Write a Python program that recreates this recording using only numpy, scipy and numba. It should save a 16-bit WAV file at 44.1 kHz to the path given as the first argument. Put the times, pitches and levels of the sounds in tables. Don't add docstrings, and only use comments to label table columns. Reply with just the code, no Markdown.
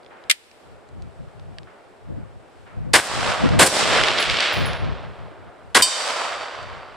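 import sys
import numpy as np
from scipy import signal
from scipy.fft import rfft, irfft, next_fast_len
from scipy.io import wavfile
from scipy.ndimage import uniform_filter1d, minimum_filter1d
from numba import njit

SR = 44100
rng = np.random.default_rng(int(sys.argv[2]) if len(sys.argv) > 2 else 0)


def to_wav(sig):
    pcm = np.clip(np.atleast_2d(sig), -1, 1) * 32767
    pcm = np.round(pcm).astype(np.int16)
    wavfile.write(sys.argv[1], SR, pcm.T)


N = 306933
TIME = np.arange(N) / SR


def undb(db):
    return 10 ** (np.asarray(db) / 20)


def unit(x):
    return x / np.sqrt(np.mean(x ** 2))


def power_sum(levels_db):
    return np.sqrt(sum(undb(db) ** 2 for db in levels_db))


def colour(x, spectrum, edges_hz):
    size = next_fast_len(N)
    hz = np.arange(size // 2 + 1) * SR / size + 1
    points_hz, points_db = np.transpose(spectrum)
    shaped = rfft(x, size) * undb(np.interp(np.log(hz), np.log(points_hz), points_db))
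    below = [0] + [1 / (1 + (hz / edge) ** 4) for edge in edges_hz] + [1]
    return [unit(irfft(shaped * (b - a), size)[..., :N]) for a, b in zip(below, below[1:])]


def wide(mid, side, side_db):
    return np.array([mid + undb(side_db) * side, mid - undb(side_db) * side])


def drift(rate_hz):
    hold = int(SR / rate_hz)
    steps = np.repeat(rng.standard_normal(N // hold + 1), hold)
    return unit(uniform_filter1d(uniform_filter1d(steps, hold), hold)[:N])


def add(out, x, s):
    i = int(s * SR)
    out[..., i:i + x.shape[-1]] += x[..., :N - i]


# frequency in Hz, relative level in dB.
AIR_SPECTRUM = [(88, -33), (150, -15.5), (263, -8.5), (301, -8), (379, -4), (732, -4.5), (1020, -10),
                (1390, -10.5), (2620, -21.5), (4090, -30), (7900, -39), (15200, -52.5)]
# start in seconds, level in dB, t60 in seconds.
FAR_SWELLS = [(.108, -51, 1.6), (1.672, -51, 0.7), (2.666, -50, 1)]


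def valley():
    low, presence, hiss = colour(rng.standard_normal((2, N)), AIR_SPECTRUM, [1000, 3000])
    low_db, presence_db = [-53], [-63]
    low_lag_s = .09
    for s, db, t60 in FAR_SWELLS:
        late = TIME - s
        fade_db = db - 60 * late / t60
        presence_db.append(fade_db + 3000 * np.minimum(late, 0))
        low_db.append(fade_db - 1.5 + 150 * np.minimum(late - low_lag_s, 0))
    wash = undb(drift(7.9)) * (power_sum(low_db) * low + power_sum(presence_db) * presence)
    return wide(*(wash + undb(-67.5 + drift(4)) * hiss), side_db=-4)


# frequency in Hz, relative level in dB.
WIND_SPECTRUM = [(12, -61.5), (20, -8), (58, -2), (106, 0), (156, -4.5), (183, -6.5), (346, -14.5),
                 (426, -44.5), (484, -13.5), (900, -43.5), (1170, -44.5), (1980, -120)]
# start in seconds, time at full strength in seconds, level in dB.
WIND_GUSTS = [(.05, .25, -58), (.66, 0.083, -49), (.92, .16, -35), (1.21, 0.045, -37), (1.4, .22, -36),
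              (2.1, .12, -30.5), (2.3, 0.07, -41.5), (2.6, 0.082, -45.5), (2.78, 0.19, -29),
              (3.14, .17, -20), (3.465, .15, -14), (3.83, .2, -17.5), (4.1, 0.077, -24), (4.29, 0.033, -24),
              (4.57, .14, -23), (4.83, 0.098, -26), (5.0, 0.12, -38.5), (5.2, .05, -36),
              (5.399, 0.086, -44.5), (5.65, .13, -40.5), (6.0, 0.1, -46), (6.23, 0.19, -49),
              (6.59, 0.06, -40.5), (6.72, 0.066, -40.5), (6.901, 0.053, -47)]


def wind(rise_db_s=215.5, fall_db_s=203.5, calm_db=-60.5, lean_left=.14):
    rumble, flutter = colour(rng.standard_normal((2, N)), WIND_SPECTRUM, [200])
    gusts = [db - rise_db_s * np.maximum(s - TIME, 0) - fall_db_s * np.maximum(TIME - s - length, 0)
             for s, length, db in WIND_GUSTS]
    gust_db = np.maximum(np.max(gusts, axis=0), calm_db)
    buffet_db = 2.2 * drift(18)
    flutter_db = -16.5 + .67 * (gust_db + 31) + 5.4 * drift(30)
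    mid, side = undb(gust_db + buffet_db) * (rumble + undb(flutter_db) * flutter)
    return wide(undb(-12) * mid + lean_left * side, side, side_db=0)


# start in seconds, relative level in dB, centre in Hz.
GEAR_TICKS = [(.032, -50, 2800), (.047, -48, 2800), (.063, -45.5, 2800), (0.2389, -48, 3250),
              (0.514, -39.5, 3250), (0.889, -57, 4500), (1.0224, -48.5, 4170), (1.3967, -47, 3030),
              (1.5846, -29, 2600), (1.632, -49, 3230), (3.49, -22, 3450), (4.0367, 3, 2800),
              (4.0843, 0, 2800), (4.187, -1.5, 2810), (4.2271, -5.5, 3200), (4.2986, -3.5, 2580),
              (4.733, -26, 3180), (5.0301, -50, 3280), (6.6295, -46.5, 4540)]


def ticks(t60=.013):
    out = np.zeros((2, N))
    t = np.arange(900) / SR
    for s, db, hz in [*GEAR_TICKS, *falling_stones()]:
        rattle = rng.standard_normal((2, len(t)))
        rattle[0, 0] = 5
        burst = wide(*rattle, side_db=-4.5) * undb(db + 6 - 60 * t / t60)
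        band = signal.butter(3, [hz / 1.8, 1.7 * hz], "band", fs=SR, output="sos")
        add(out, signal.sosfilt(band, burst), s)
    return out


# start in seconds, relative level in dB.
ACTION_BLOWS = [(0.2975, -9.5), (0.2991, -2.5), (0.302, 3), (.308, -8), (.311, 7.5), (0.314, 4.5),
                (0.324, -12.5)]
# centre in Hz, width in Hz, relative level in dB.
RECEIVER_MODES = [(2050, 1400, 6.5), (3050, 2800, 1.5), (4900, 600, -19), (7800, 1100, -26.5),
                  (11500, 1500, -24)]


def rifle_action():
    blows = np.zeros((2, N))
    t = np.arange(SR) / SR
    fade = undb(-60 * t / .016) + undb(-24 - 60 * t / .089) + undb(-49 - 60 * t / .85)
    for s, db in ACTION_BLOWS:
        add(blows, undb(db) * fade * wide(*rng.standard_normal((2, len(t))), side_db=.82), s)
    rung = sum(undb(db - 4.5) * signal.lfilter(*signal.iirpeak(hz, hz / width, SR), blows)
               for hz, width, db in RECEIVER_MODES)
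    return signal.sosfilt(signal.butter(4, 1500, "high", fs=SR, output="sos"), rung)


# start in seconds, blast level in dB, scatter length in seconds,
# treble in dB, blast lag in seconds, then thump, echo, echo bass and echo treble in dB, all relative.
RIFLE_SHOTS = [(2.9336, 7.5, 0.036, 11.5, 0.0022, -11.5, 3, -15.5, 0),
               (3.59, 8, 0.051, 15, 0.00035, -5, 7.5, -4, 5.5),
               (5.7463, 5.5, 0.035, 11, 0.0022, -13, 1, -19, 5)]
# time in scatter lengths, relative level in dB.
NEAR_SCATTER = [(0, -31.5), (.1, -8.5), (.8, 2), (1.05, -7), (1.6, -11.5), (2.4, -22.5), (4, -24)]
# frequency in Hz, relative level in dB.
BLAST_SPECTRUM = [(35, -56.5), (60, -15), (420, -5.5), (700, -2.5), (903, -7), (1010, -2), (1340, -9),
                  (1500, -1), (1940, -3.5), (2500, -6), (2940, -5), (9590, -11.5), (15200, -27)]


def shots(spray_s=3.66):
    thump, boom, crack, treble = colour(rng.standard_normal((2, N)), BLAST_SPECTRUM, [600, 1500, 6000])
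    treble[1] *= undb(6.5)
    thump_gain, boom_gain, crack_gain, treble_gain = np.zeros((4, N))
    for s, db, length, treble_db, lag, thump_db, *_ in RIFLE_SHOTS:
        t = np.arange(int(NEAR_SCATTER[-1][0] * length * SR)) / SR
        fall = undb(db + np.interp(t / length, *np.transpose(NEAR_SCATTER)))
        add(thump_gain, fall * undb(thump_db), s + lag)
        add(boom_gain, fall * undb(-4.5), s + lag)
        add(crack_gain, fall * undb(-1.5 - 60 * t), s)
        add(treble_gain, fall * undb(treble_db - 22), s)
    spray = undb(-5) * np.hanning(int(.02 * SR)) ** .36
    add(crack_gain, spray * undb(-10), spray_s)
    add(treble_gain, spray, spray_s)
    blast = thump * thump_gain + boom * boom_gain + crack * crack_gain + treble * treble_gain
    return wide(*blast, side_db=-11)


def crackle(per_second=600, spread_db=3.5, share=.36):
    size = undb(spread_db * np.clip(rng.standard_normal(N), -2, 2)) * np.sign(rng.standard_normal(N))
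    lone = (rng.random(N) < per_second / SR) * size
    return np.sqrt(share) * unit(lone) + np.sqrt(1 - share) * rng.standard_normal(N)


# frequency in Hz, relative level in dB.
ECHO_SPECTRUM = [(88, -73), (150, -14), (338, -8), (418, -3), (627, 3.5), (678, 2.5), (872, 0), (1280, 1.5),
                 (1850, -2.5), (3310, -5), (5690, -13), (8060, -22.5), (15200, -51.5)]
# time after any shot in seconds, relative level in dB.
HILL_ROLL = [(0, -67.5), (.08, -28), (.14, -23), (.21, -18), (.27, -21), (.36, -20.5), (.45, -23),
             (.7, -35.5), (1.2, -47), (2.2, -71)]
# time in seconds, level in dB, brightness in dB.
BRIGHT_WASH = [(3.66, -63, 12), (3.76, -25, 9.5), (3.98, -12.5, 3.5), (4.08, -28.5, 13.5),
               (4.28, -36.5, 16.5), (4.39, -36, 13.5), (4.44, -27.5, 12.5), (4.5, -32, 9.5), (4.72, -36, 0),
               (5.1, -57.5, -0.5), (5.7, -57, -26)]


def hills(presence_loss_db_s=6, treble_loss_db_s=34.5, narrowing_db_s=3.5):
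    thuds = np.array([crackle(), crackle()])
    bass, low, presence, _ = colour(thuds, ECHO_SPECTRUM, [450, 1800, 5500])
    treble = colour(rng.standard_normal((2, N)) + 1.4 * thuds, ECHO_SPECTRUM, [5500])[1]
    treble[1] *= undb(6.5)
    mids_db, sides_db = [], []
    flat = np.zeros(N)
    for s, *_, echo_db, bass_db, treble_db in RIFLE_SHOTS:
        late = np.maximum(TIME - s, 0)
        roll_db = np.where(late > 0, echo_db + np.interp(late, *np.transpose(HILL_ROLL)), -200)
        early_db = 15.5 * np.exp(-late / .083)
        tilt_db = np.array([flat + bass_db, flat, -4 + early_db - presence_loss_db_s * late,
                            treble_db + early_db - treble_loss_db_s * late])
        mids_db.append(roll_db + tilt_db)
        sides_db.append(mids_db[-1] - 7 - narrowing_db_s * late)
    wash_s, *columns = np.transpose([(0, -200, 0), *BRIGHT_WASH, (N / SR, -200, 0)])
    wash_db, bright_db = (np.interp(TIME, wash_s, column) for column in columns)
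    mids_db.append(wash_db + np.array([flat - 13.5, flat, bright_db, -35 + 2.23 * bright_db]))
    sides_db.append(mids_db[-1] - 12.5)
    bands = np.array([bass, low, presence, treble])
    mid = (power_sum(mids_db) * bands[:, 0]).sum(axis=0)
    side = (power_sum(sides_db) * bands[:, 1]).sum(axis=0)
    flicker_db, pan_db = drift(25), np.array([[-.75], [.75]])
    return wide(mid, side, side_db=0) * undb(flicker_db + pan_db)


# arrival in seconds, level in dB, pulse pitch in Hz.
BANK_SLAPS = [(2.9902, 13, 1600), (2.9995, 15, 2100), (3.099, 0, 900), (3.116, 5, 1300), (3.139, 2, 1000),
              (3.156, 4, 1300), (3.177, 2, 900), (3.229, -1, 1500), (3.727, 7, 700), (3.753, 9, 800),
              (3.769, 8, 900), (3.887, 7, 1100), (3.926, 7, 900), (5.8023, 14, 1600), (5.8118, 17, 2100)]


def slaps():
    out = np.zeros(N)
    for s, db, hz in BANK_SLAPS:
        cycles = np.arange(int(.005 * SR)) / SR * hz
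        add(out, undb(db) * np.exp(-cycles / .6) * np.sin(2 * np.pi * cycles), s)
    return out


def falling_stones(count=60, span_s=(3.95, 4.42), range_hz=(1600, 3600)):
    when, size, pitch = rng.random((count, 3)).T
    levels_db = -16 - 3 * np.log(size)
    return zip(np.interp(when, [0, 1], span_s), levels_db, np.interp(pitch, [0, 1], range_hz))


def ring(modes, strike_db, strike_s, waver_db):
    t = np.arange(int(1.15 * SR)) / SR
    tones = 0
    for hz, db, t60 in modes:
        phase, rate, swing = rng.random(3)
        waver = waver_db * (np.cos(2 * np.pi * (3 + 7 * rate) * t + swing) - 1)
        tones = tones + undb(db - 60 * t / t60 + waver) * np.sin(2 * np.pi * (hz * t + phase))
    return tones * np.minimum(t / .001, 1) * undb(strike_db * np.exp(-t / strike_s))


# frequency in Hz, relative level in dB, t60 in seconds.
CASE_MODES = [(10700, -4.5, 0.39), (10700, -5, 0.2), (10700, -20, .15), (15000, -16, 0.28),
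              (14950, -23.5, .25), (15080, -8, 0.29)]
# start in seconds, relative level in dB.
CASE_BOUNCES = [(4.1994, -27), (4.2582, -45), (4.5286, -28), (4.5825, -38), (4.6565, -38.5)]


def brass_case():
    out = np.zeros((2, N))
    for s, db in CASE_BOUNCES:
        mid, side = (ring(CASE_MODES, strike_db=3.6, strike_s=.022, waver_db=3.5) for _ in range(2))
        add(out, undb(db + 1.5) * wide(mid, side, side_db=-9), s)
    return out


# frequency in Hz, relative level in dB, t60 in seconds.
PLATE_MODES = [(1017, -37, 1.5), (2428, -41, 1.5), (2857, -42, 1.5), (3068, -30, 1.5), (3585, -38, 1.5),
               (3709, -32, 1.46), (4414, -38, 1.5), (4527, -39, 1.5), (4587, -28, 1.5), (4689, -41, 1.5),
               (4893, -32, 1.42), (4916, -31, 1.19), (5760, -33, 1.1), (5820, -36, 1.5), (6110, -42, 1.5),
               (6210, -43, 1.5), (6815, -45, 1.5), (7020, -37, 1.11), (7251, -35, 0.86), (7370, -51, 1.5),
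               (7607, -47, 1.5), (7951, -40, 1.21), (8048, -35, 0.89), (8312, -31, 0.71), (8484, -37, 0.77),
               (9119, -42, 0.88), (9803, -50, 1.08)]


def steel_plate(hit_s=5.822):
    out = np.zeros((2, N))
    t = np.arange(3000) / SR
    splash = rng.standard_normal((2, len(t))) * undb(9 - 60 * t / .089)
    add(out, signal.lfilter(*signal.iirpeak(6000, .7, SR), splash), hit_s)
    mid, side = (ring(PLATE_MODES, strike_db=23.1, strike_s=.14, waver_db=5) for _ in range(2))
    add(out, undb(9) * wide(mid, side, side_db=-15), hit_s)
    return out


def scene():
    gunfire = shots() + slaps() + hills()
    return gunfire + steel_plate() + brass_case() + rifle_action() + ticks() + valley() + wind()


@njit
def follow(x, attack_s, release_s):
    level, out = 0., np.empty(len(x))
    for i in range(len(x)):
        level += (x[i] - level) / (SR * (attack_s if x[i] > level else release_s))
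        out[i] = level
    return out


def record(dry, threshold_db=-15, attack_s=.0054, recovery_s=.17, slew_s=.003, top_hz=15400):
    heard = dry - .45 * signal.lfilter(*signal.iirpeak(6300, 4, SR), dry)
    heard = heard + .9 * signal.lfilter(*signal.iirpeak(8600, 3, SR), heard)
    heard = signal.sosfilt(signal.butter(1, [45, 11000], "band", fs=SR, output="sos"), heard)
    sensed = signal.lfilter(*signal.butter(2, 400, "high", fs=SR), heard)
    loudness = follow(np.abs(sensed).max(axis=0), attack_s, recovery_s)
    gain = np.maximum(loudness / undb(threshold_db), 1) ** -.7
    slew = int(slew_s * SR)
    gain = uniform_filter1d(minimum_filter1d(gain, 2 * slew), slew)
    clipped = .89 * np.tanh(1.175 * gain * heard) / np.tanh(1.6)
    return signal.sosfilt(signal.ellip(12, .2, 50, top_hz, fs=SR, output="sos"), clipped)


dry = scene()
out = record(dry)
to_wav(out)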